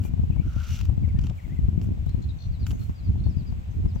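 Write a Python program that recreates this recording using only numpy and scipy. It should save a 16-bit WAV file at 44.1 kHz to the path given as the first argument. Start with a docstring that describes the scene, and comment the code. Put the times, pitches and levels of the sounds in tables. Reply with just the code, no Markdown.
"""Outdoors, wind buffets the microphone throughout; its eddies pop mainly on the left port.
Fingers rub a paper packet. From 0.4 to 0.9 s seeds slide out toward a palm, scraping, tumbling
and ringing the air in the packet. Until about 3 s the handled paper rubs and its creases tick.
Small, distant birds whistle from the start; after 2 s they sing higher and add hoarse trills."""
import sys
import numpy as np
from scipy import signal
from scipy.fft import rfft, irfft, next_fast_len
from scipy.io import wavfile
from scipy.ndimage import map_coordinates

SR = 44100
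rng = np.random.default_rng(int(sys.argv[2]) if len(sys.argv) > 2 else 0)


def to_wav(s):
    """Save 16-bit WAV."""
    ch = np.atleast_2d(s).T  # columns
    pcm = np.round(np.clip(ch, -1, 1) * 32767)  # PCM
    wavfile.write(sys.argv[1], SR, pcm.astype(np.int16))


N = 176400

# seed flow: t/s, rel. scrape level/dB, rel. cavity level/dB
SLIDE_LEVELS = [(.42, -73, -64), (.48, -64, -58), (.57, -58, -53), (.61, -55, -51), (.68, -48, -52),
                (.755, -45.5, -54), (.785, -52, -57), (.83, -57, -68), (.86, -60, -74), (.9, -76, -80)]
# paper scrape: f/Hz, level/dB
SCRAPE_SPECTRUM = [(1000, -47.5), (1700, -11.5), (2130, -2.5), (2840, 4), (3420, -4.5), (3940, -12),
                   (5300, -6), (5770, 1.5), (6330, -3.5), (7780, -12), (9110, -24.5), (12200, -15),
                   (15800, -20)]
# air resonance in the packet: f/Hz, level/dB
CAVITY_SPECTRUM = [(700, -24.5), (1130, -11.5), (1370, 1.5), (1520, -2), (1700, -16), (2600, -36.5)]
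def seed_slide(scrape_gain_db=-1.5, tumble_gain_db=-6, cavity_gain_db=-1):
    """Seeds scrape and tumble down the paper and ring the air in the packet."""
    times_s, seeds_db, cavity_db = np.transpose(SLIDE_LEVELS)
    level = lambda db: amp(np.interp(clock(), times_s, db, left=-120, right=-120))
    seeds = amp(scrape_gain_db) * paper_friction(SCRAPE_SPECTRUM) + amp(tumble_gain_db) * seed_tumble()
    cavity = paper_friction(CAVITY_SPECTRUM)
    return level(seeds_db) * seeds + level(cavity_db + cavity_gain_db) * cavity


def seed_tumble(contacts_per_s=1600, centre_hz=4300, log_spread=0.22, scatter_db=4.2, decay_cycles=2):
    """Each contact rings briefly with its own pitch, strength and side."""
    count, t = int(contacts_per_s * N / SR), np.arange(SR // 200) / SR
    pitch, size, side = np.clip(rng.standard_normal((count, 3)), -2, 2).T[..., None]
    cycles = centre_hz * np.exp(log_spread * pitch) * t
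    rings = amp(scatter_db * size) * np.sin(2 * np.pi * cycles) * np.exp(-cycles / decay_cycles)
    indices = (rng.integers(N, size=(count, 1)) + np.arange(len(t))).ravel()
    panned = [rings * amp(2 * port * side) for port in (1, -1)]
    return unit(np.array([np.bincount(indices, channel.ravel(), N)[:N] for channel in panned]))


# paper stereo image: f/Hz, L-R correlation
PAPER_CORRELATION = [(1000, 1), (3000, 0.53), (7000, 0.22), (10000, 0.98), (15000, .9)]
def paper_friction(spectrum, slips_per_s=1300, slip_db=-4, stick_db=2.04, stick_hz=128.5):
    """Fine slips over a smooth hiss, catching and letting go."""
    slips = rng.standard_normal((2, N)) + amp(slip_db) * impulses(slips_per_s)
    grip = amp(stick_db * wobble(stick_hz))
    return coloured(slips * grip, spectrum, PAPER_CORRELATION)


# finger strokes: t/s, rise/s, fall/s, scrape level/dB, hiss level/dB
STROKES = [(-.01, 0.078, 0.03, -58, -55), (1.17, 0.088, 0.049, -59, -83), (1.33, 0.044, 0.38, -71.5, -69.5),
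           (1.811, 0.016, 0.071, -61.5, -64), (2.66, 0.0085, 0.1, -55, -56),
           (2.76, 0.043, 0.17, -63.5, -62)]
# paper treble: f/Hz, level/dB
HISS_SPECTRUM = [(3000, -18.5), (5500, -18.5), (7300, 4.5), (9000, -11), (11500, -2.5), (15000, -3.5)]
def finger_rubs(cavity_db=-5.5):
    """Short strokes scrape the paper and ring the air inside."""
    scrape = paper_friction(SCRAPE_SPECTRUM) + amp(cavity_db) * paper_friction(CAVITY_SPECTRUM)
    hiss = paper_friction(HISS_SPECTRUM)
    rubs = np.zeros((2, N))
    for start_s, rise_s, fall_s, scrape_db, hiss_db in STROKES:
        envelope = np.interp(clock() - start_s, [0, rise_s, rise_s + fall_s], [0, 1, 0])
        rubs += envelope * (amp(scrape_db) * scrape + amp(hiss_db) * hiss)
    return rubs


# crease and seed ticks: t/s, rel. level/dB, rel. treble level/dB
TICK_EVENTS = [(0.038, -40, -23), (.602, -41, -32.5), (0.64, -40, -25.5), (.757, -36.5, -28),
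               (0.79, -31, -22.5), (0.803, -33.5, -24), (0.812, -28, -24), (0.853, -33.5, -23),
               (0.895, -46, -14), (.941, -56, -13.5), (1.09, -44, -26), (1.191, -33, -28.5),
               (1.215, -38.5, -29), (1.239, -37, -29.5), (1.269, -31.5, -33.5), (1.298, -33, -36),
               (1.815, -36.5, -29.5), (2.062, -48.5, -11), (2.093, -39.5, -20), (2.667, -26.5, -28),
               (2.707, -30, -29), (2.714, -33.5, -16.5)]
# paper response to a tick: f/Hz, level/dB
TICK_SPECTRUM = [(400, -6.5), (900, -1), (1450, 3.5), (1900, -4), (3000, 5), (3900, -5.5), (4800, -1),
                 (5900, -6), (7600, -8.5), (9000, -42), (15000, -30)]
def paper_ticks(gain_db=14, treble_gain_db=11, t60_s=0.021, snap_ratio=2.7):
    """Creases and seeds snap; the paper damps the rattle at once."""
    body, treble = np.zeros((2, 2, N))
    t = np.arange(SR // 20) / SR
    for start_s, db, treble_db in TICK_EVENTS:
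        rattle = rng.standard_normal((2, len(t))) * amp(-60 * t / t60_s)
        tick = rattle + snap_ratio * (t == 0)
        tick *= amp(db + gain_db) / np.linalg.norm(tick[0])
        span = round(start_s * SR) + np.arange(len(t))
        body[:, span] += tick
        treble[:, span] += tick * amp(treble_db + treble_gain_db)
    body = stereo(body, TICK_SPECTRUM, PAPER_CORRELATION)
    return body + stereo(treble, HISS_SPECTRUM, PAPER_CORRELATION)


# slow gusts: t/s, rel. level/dB
GUST_LEVELS = [(0, -29), (.3, -23), (.48, -23.5), (.66, -28), (.82, -21), (1.27, -23), (1.41, -33),
               (1.5, -26), (1.75, -24), (2.3, -26), (2.4, -31), (2.52, -25), (2.85, -25), (2.97, -37),
               (3.06, -23), (3.3, -24), (3.68, -32), (3.82, -23), (4, -28)]
# gust rumble: f/Hz, level/dB
GUST_SPECTRUM = [(15, -21), (30, -13), (50, -2), (77, 1), (110, -7), (160, -15), (250, -28), (700, -96)]
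# gust stereo image: f/Hz, L-R correlation
GUST_CORRELATION = [(60, 0.54), (130, 0.37), (300, 0.076)]
# small, fast eddies: t/s, rel. level/dB
EDDY_LEVELS = [(0, -32), (.47, -32), (.55, -43), (.73, -42), (.97, -32), (1.28, -33.5), (1.41, -47),
               (1.49, -33), (1.62, -35), (1.78, -25), (1.92, -25.5), (1.97, -37), (2.18, -33), (2.42, -47),
               (2.76, -31), (2.97, -49), (3.08, -32), (3.4, -32), (3.65, -45), (3.81, -27), (4, -39)]
# eddy colour: f/Hz, level/dB
EDDY_SPECTRUM = [(40, -18), (90, 11.5), (130, -0.5), (190, 0.5), (260, -5.5), (340, -11), (450, -24.5),
                 (700, -32), (1100, -42.5), (2500, -82)]
# eddy stereo image: f/Hz, L-R correlation
EDDY_CORRELATION = [(100, 0.95), (260, -0.62), (700, -0.48)]
def wind(shed_hz=10.1, shed_db=3.2, drift_cycles=0.3, eddies_per_s=400, gust_db=-1.6, eddy_db=0.5):
    """Gusts and small eddies pulse together as vortices shed from the microphone's housing."""
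    flutter = lambda depth_db, hz: amp(depth_db * np.clip(wobble(hz), -3, 1))
    cycles = shed_hz * clock() + drift_cycles * wobble(4.132)
    shedding = amp(shed_db * np.sin(2 * np.pi * cycles))
    pulsing = unit(shedding * np.array([flutter(depth_db=2.5, hz=15) for _ in range(2)]))
    rumble = unit(pulsing * noise(GUST_SPECTRUM, GUST_CORRELATION))
    bursts = pulsing * flutter(depth_db=1.5, hz=44.76)
    eddies = coloured(impulses(eddies_per_s) * bursts, EDDY_SPECTRUM, EDDY_CORRELATION)
    level = lambda points: amp(np.interp(clock(), *np.transpose(points)))
    return (amp(gust_db) * level(GUST_LEVELS) * pan(left_db=1.1) * rumble
            + amp(eddy_db) * level(EDDY_LEVELS) * pan(left_db=2) * eddies)


# strong eddies: t/s, thump level/dB, puff level/dB
POP_EVENTS = [(0.053, -13.5, -34.5), (0.14, -7.5, -39.5), (0.177, -28, -38), (.197, -4.5, -41),
              (0.238, -7.5, -40.5), (0.303, -5, -42.5), (0.364, -10.5, -36), (0.399, -4, -41.5),
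              (0.565, -9.5, -37.5), (.894, -10, -32.5), (.925, -15, -45.5), (.98, -7, -44),
              (1.079, -9.5, -42), (1.15, -8.5, -41), (1.19, -4.5, -39), (1.308, -30, -36),
              (1.592, -5.5, -41.5), (2.73, -15, -38), (3.372, -8, -49.5), (1.688, -2.5, -44.5),
              (1.779, -4.5, -44.5), (1.975, -17, -44), (2.067, -9.5, -42.5), (2.147, -6, -40.5),
              (2.897, -8.5, -41), (3.158, -13.5, -43), (3.266, -7, -37), (3.527, -13.5, -39.5),
              (3.861, -8.5, -41), (3.962, -9.5, -35.5)]
# puff of air at the port: f/Hz, level/dB
PUFF_SPECTRUM = [(100, -2), (400, 8.5), (800, 6.5), (1400, -14.5), (2500, -25.5), (6000, -54.5)]
def port_pops(half_width_s=0.0026, puff_decay_s=0.0086, puff_lead_s=0.0022, right_gain=-0.21):
    """Each strong eddy hits the left port with a short puff and a low thump."""
    t = clock()
    thumps, puff_envelope = np.zeros((2, N))
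    for centre_s, thump_db, puff_db in POP_EVENTS:
        u = ((t - centre_s) / half_width_s) ** 2
        thumps += amp(thump_db) * (1 - u) / (1 + u / 2) ** 3  # suction, push, suction
        age_s = t - centre_s + puff_lead_s
        puff_envelope += amp(puff_db) * np.exp(-abs(age_s) / puff_decay_s) * (age_s > 0)
    thumps = signal.sosfilt(signal.butter(1, 45, "high", fs=SR, output="sos"), thumps)
    puffs = puff_envelope * noise(PUFF_SPECTRUM, [(500, 1.0)])[0]
    return (thumps + puffs) * np.array([[1], [right_gain]])


# bird stereo image: f/Hz, L-R correlation
BIRD_CORRELATION = [(2200, 1), (4300, 0.31)]
def birds(rasp_db=1.8, rasp_hz=350, echo_db=-3.5, t60_s=0.24):
    """Slightly raspy song from the left, scattered by the yard."""
    song = bird_notes() + bird_trills()
    song *= unit(amp(rasp_db * wobble(rasp_hz)))
    tail = rng.standard_normal((2, SR // 2)) * amp(-60 * clock()[:SR // 2] / t60_s)
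    echo = signal.fftconvolve(song[None], tail / np.linalg.norm(tail[0]), axes=1)[:, :N]
    far_port = filtered(song, lambda hz: np.exp(1j * stereo_angle(BIRD_CORRELATION, hz)))
    return (np.array([song, far_port]) + amp(echo_db) * echo) * pan(left_db=4.5)


# whistles: t/s, length/s, start f/Hz, middle f/Hz, end f/Hz, rel. level/dB
BIRD_NOTES = [(0.034, 0.044, 2300, 2383, 2400, -61), (0.305, 0.041, 2900, 2524, 2940, -63),
              (0.374, 0.052, 2350, 2260, 2830, -61), (1.032, 0.034, 2300, 2097, 1770, -62),
              (1.084, 0.029, 2350, 2164, 1940, -62.5), (1.156, 0.042, 1750, 1810, 1870, -64),
              (1.378, 0.031, 2500, 2150, 1800, -57.5), (1.432, 0.029, 2150, 2210, 1910, -58),
              (1.494, 0.047, 1850, 1984, 2210, -61), (1.559, 0.039, 1950, 2050, 1830, -63),
              (2.07, 0.051, 3600, 4090, 4240, -65), (2.288, 0.023, 3900, 3840, 3570, -58),
              (2.367, 0.12, 6170, 5980, 5800, -69), (2.511, 0.059, 5000, 4270, 3630, -66.5),
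              (2.592, 0.067, 4950, 4370, 3600, -61.5), (2.679, .11, 6450, 6500, 6720, -69),
              (2.944, 0.076, 4950, 4540, 3660, -67), (3.027, 0.064, 4900, 4700, 3780, -67),
              (3.287, 0.061, 6000, 4980, 4040, -68.5), (3.361, 0.065, 5000, 4640, 3640, -64.5),
              (3.461, 0.042, 4950, 4740, 4230, -63), (3.882, 0.048, 5300, 4640, 3440, -69),
              (3.947, 0.013, 6140, 6100, 5230, -64.5), (3.968, 0.036, 5200, 4590, 4530, -71)]
def bird_notes(waver_depth=0.014, waver_hz=370):
    """Wavering whistles glide through three pitches."""
    t, song = clock(), np.zeros(N)
    waver = 1 + waver_depth * wobble(waver_hz)
    for start_s, length_s, *pitches_hz, db in BIRD_NOTES:
        on = (t >= start_s) & (t < start_s + length_s)
        progress = (t[on] - start_s) / length_s
        glide_hz = np.polyval(np.polyfit([0, .5, 1], pitches_hz, 2), progress)
        song[on] += amp(db) * syrinx(glide_hz * waver[on], progress)
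    return song


# buzzy calls: t/s, length/s, f/Hz, rel. level/dB
BIRD_TRILLS = [(2.217, 0.034, 4210, -58.5), (2.217, 0.022, 6840, -63), (2.284, 0.013, 4150, -59),
               (2.381, 0.083, 4300, -55.5), (2.79, .065, 4300, -60.5), (3.178, 0.032, 4200, -64),
               (3.233, 0.05, 4360, -58), (3.704, .026, 6300, -64.5)]
def bird_trills(beat_hz=58.4, swing=0.046, jitter_depth=0.033, jitter_hz=1800, low_ratio=0.83, low_db=-8):
    """Hoarse calls beat in level and pitch over a lower voice."""
    t, song = clock(), np.zeros(N)
    jitter = jitter_depth * wobble(jitter_hz)
    for start_s, length_s, hz, db in BIRD_TRILLS:
        on = (t >= start_s) & (t < start_s + length_s)
        age_s = t[on] - start_s
        beat = np.sin(np.pi * beat_hz * age_s) ** 2
        pitch_hz = hz * (1 + jitter[on] + swing * (2 * beat - 1.5))
        low_voice = amp(low_db) * syrinx(low_ratio * pitch_hz, age_s / length_s)
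        song[on] += amp(db) * beat * (syrinx(pitch_hz, age_s / length_s) + low_voice)
    return song


def syrinx(hz, progress, second_ratio=1.22, second_db=-15):
    """Each side of the syrinx gives one tone; both swell and fade as progress runs from 0 to 1."""
    phase = 2 * np.pi * np.cumsum(hz) / SR
    envelope = np.sqrt(2 * abs(np.sin(np.pi * progress)))
    return envelope * (np.sin(phase) + amp(second_db) * np.sin(second_ratio * phase))


# outdoor hush: f/Hz, level/dB
AIR_SPECTRUM = [(240, -32.5), (400, -7), (729, -7), (1330, -13.5), (1650, -16.5), (2140, -16), (2460, -15),
                (5140, -27.5), (7910, -29), (9660, -47.5), (12400, -32.5), (15800, -38)]
# hush stereo image: f/Hz, L-R correlation
AIR_CORRELATION = [(500, -0.49), (1200, -0.71), (2100, -0.28), (3100, -0.059), (6500, 0.19), (7200, 0.58),
                   (10000, 0.86), (15000, .75)]
def outdoor_air(level_db=-56.5, drift_db=0.27, drift_hz=5):
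    """A faint, nearly steady hush."""
    return amp(level_db + drift_db * wobble(drift_hz)) * noise(AIR_SPECTRUM, AIR_CORRELATION)


def amp(db):
    return 10 ** (np.asarray(db) / 20)


def unit(x):
    return x / np.sqrt(np.mean(x ** 2) + 1e-20)


def clock():
    return np.arange(N) / SR


def pan(left_db):
    return amp([[left_db], [-left_db]])


def wobble(knots_per_s):
    """Smooth random curve."""
    return map_coordinates(rng.standard_normal(2000), [clock() * knots_per_s], mode="mirror")


def impulses(per_s):
    return unit((rng.random((2, N)) < per_s / SR) * rng.standard_normal((2, N)))


def log_interp(points, hz):
    knots_hz, values = np.transpose(points)
    return np.interp(np.log(hz + 1), np.log(knots_hz + 1), values)


def filtered(x, response):
    size = next_fast_len(N + 8192)
    return irfft(rfft(x, size) * response(np.fft.rfftfreq(size, 1 / SR)), size)[..., :N]


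def stereo_angle(correlation, hz):
    return np.arccos(np.clip(log_interp(correlation, hz), -1, 1))


def stereo(pair, spectrum, correlation):
    """Two independent signals to L and R with the given spectrum and correlation."""
    def response(hz):
        angle = stereo_angle(correlation, hz) / 2
        return amp(log_interp(spectrum, hz)) * [np.cos(angle), np.sin(angle)]
    mid, side = filtered(pair, response)
    return np.array([mid + side, mid - side])


def coloured(pair, spectrum, correlation):
    return unit(stereo(pair, spectrum, correlation))


def noise(spectrum, correlation):
    return coloured(rng.standard_normal((2, N)), spectrum, correlation)


def scene():
    background = outdoor_air() + wind() + port_pops() + birds()
    return seed_slide() + finger_rubs() + paper_ticks() + background


def record(dry, band_limit_hz=15850):
    """Brick-wall low-pass."""
    return filtered(dry, lambda hz: hz < band_limit_hz)


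dry = scene()
out = record(dry)
to_wav(out)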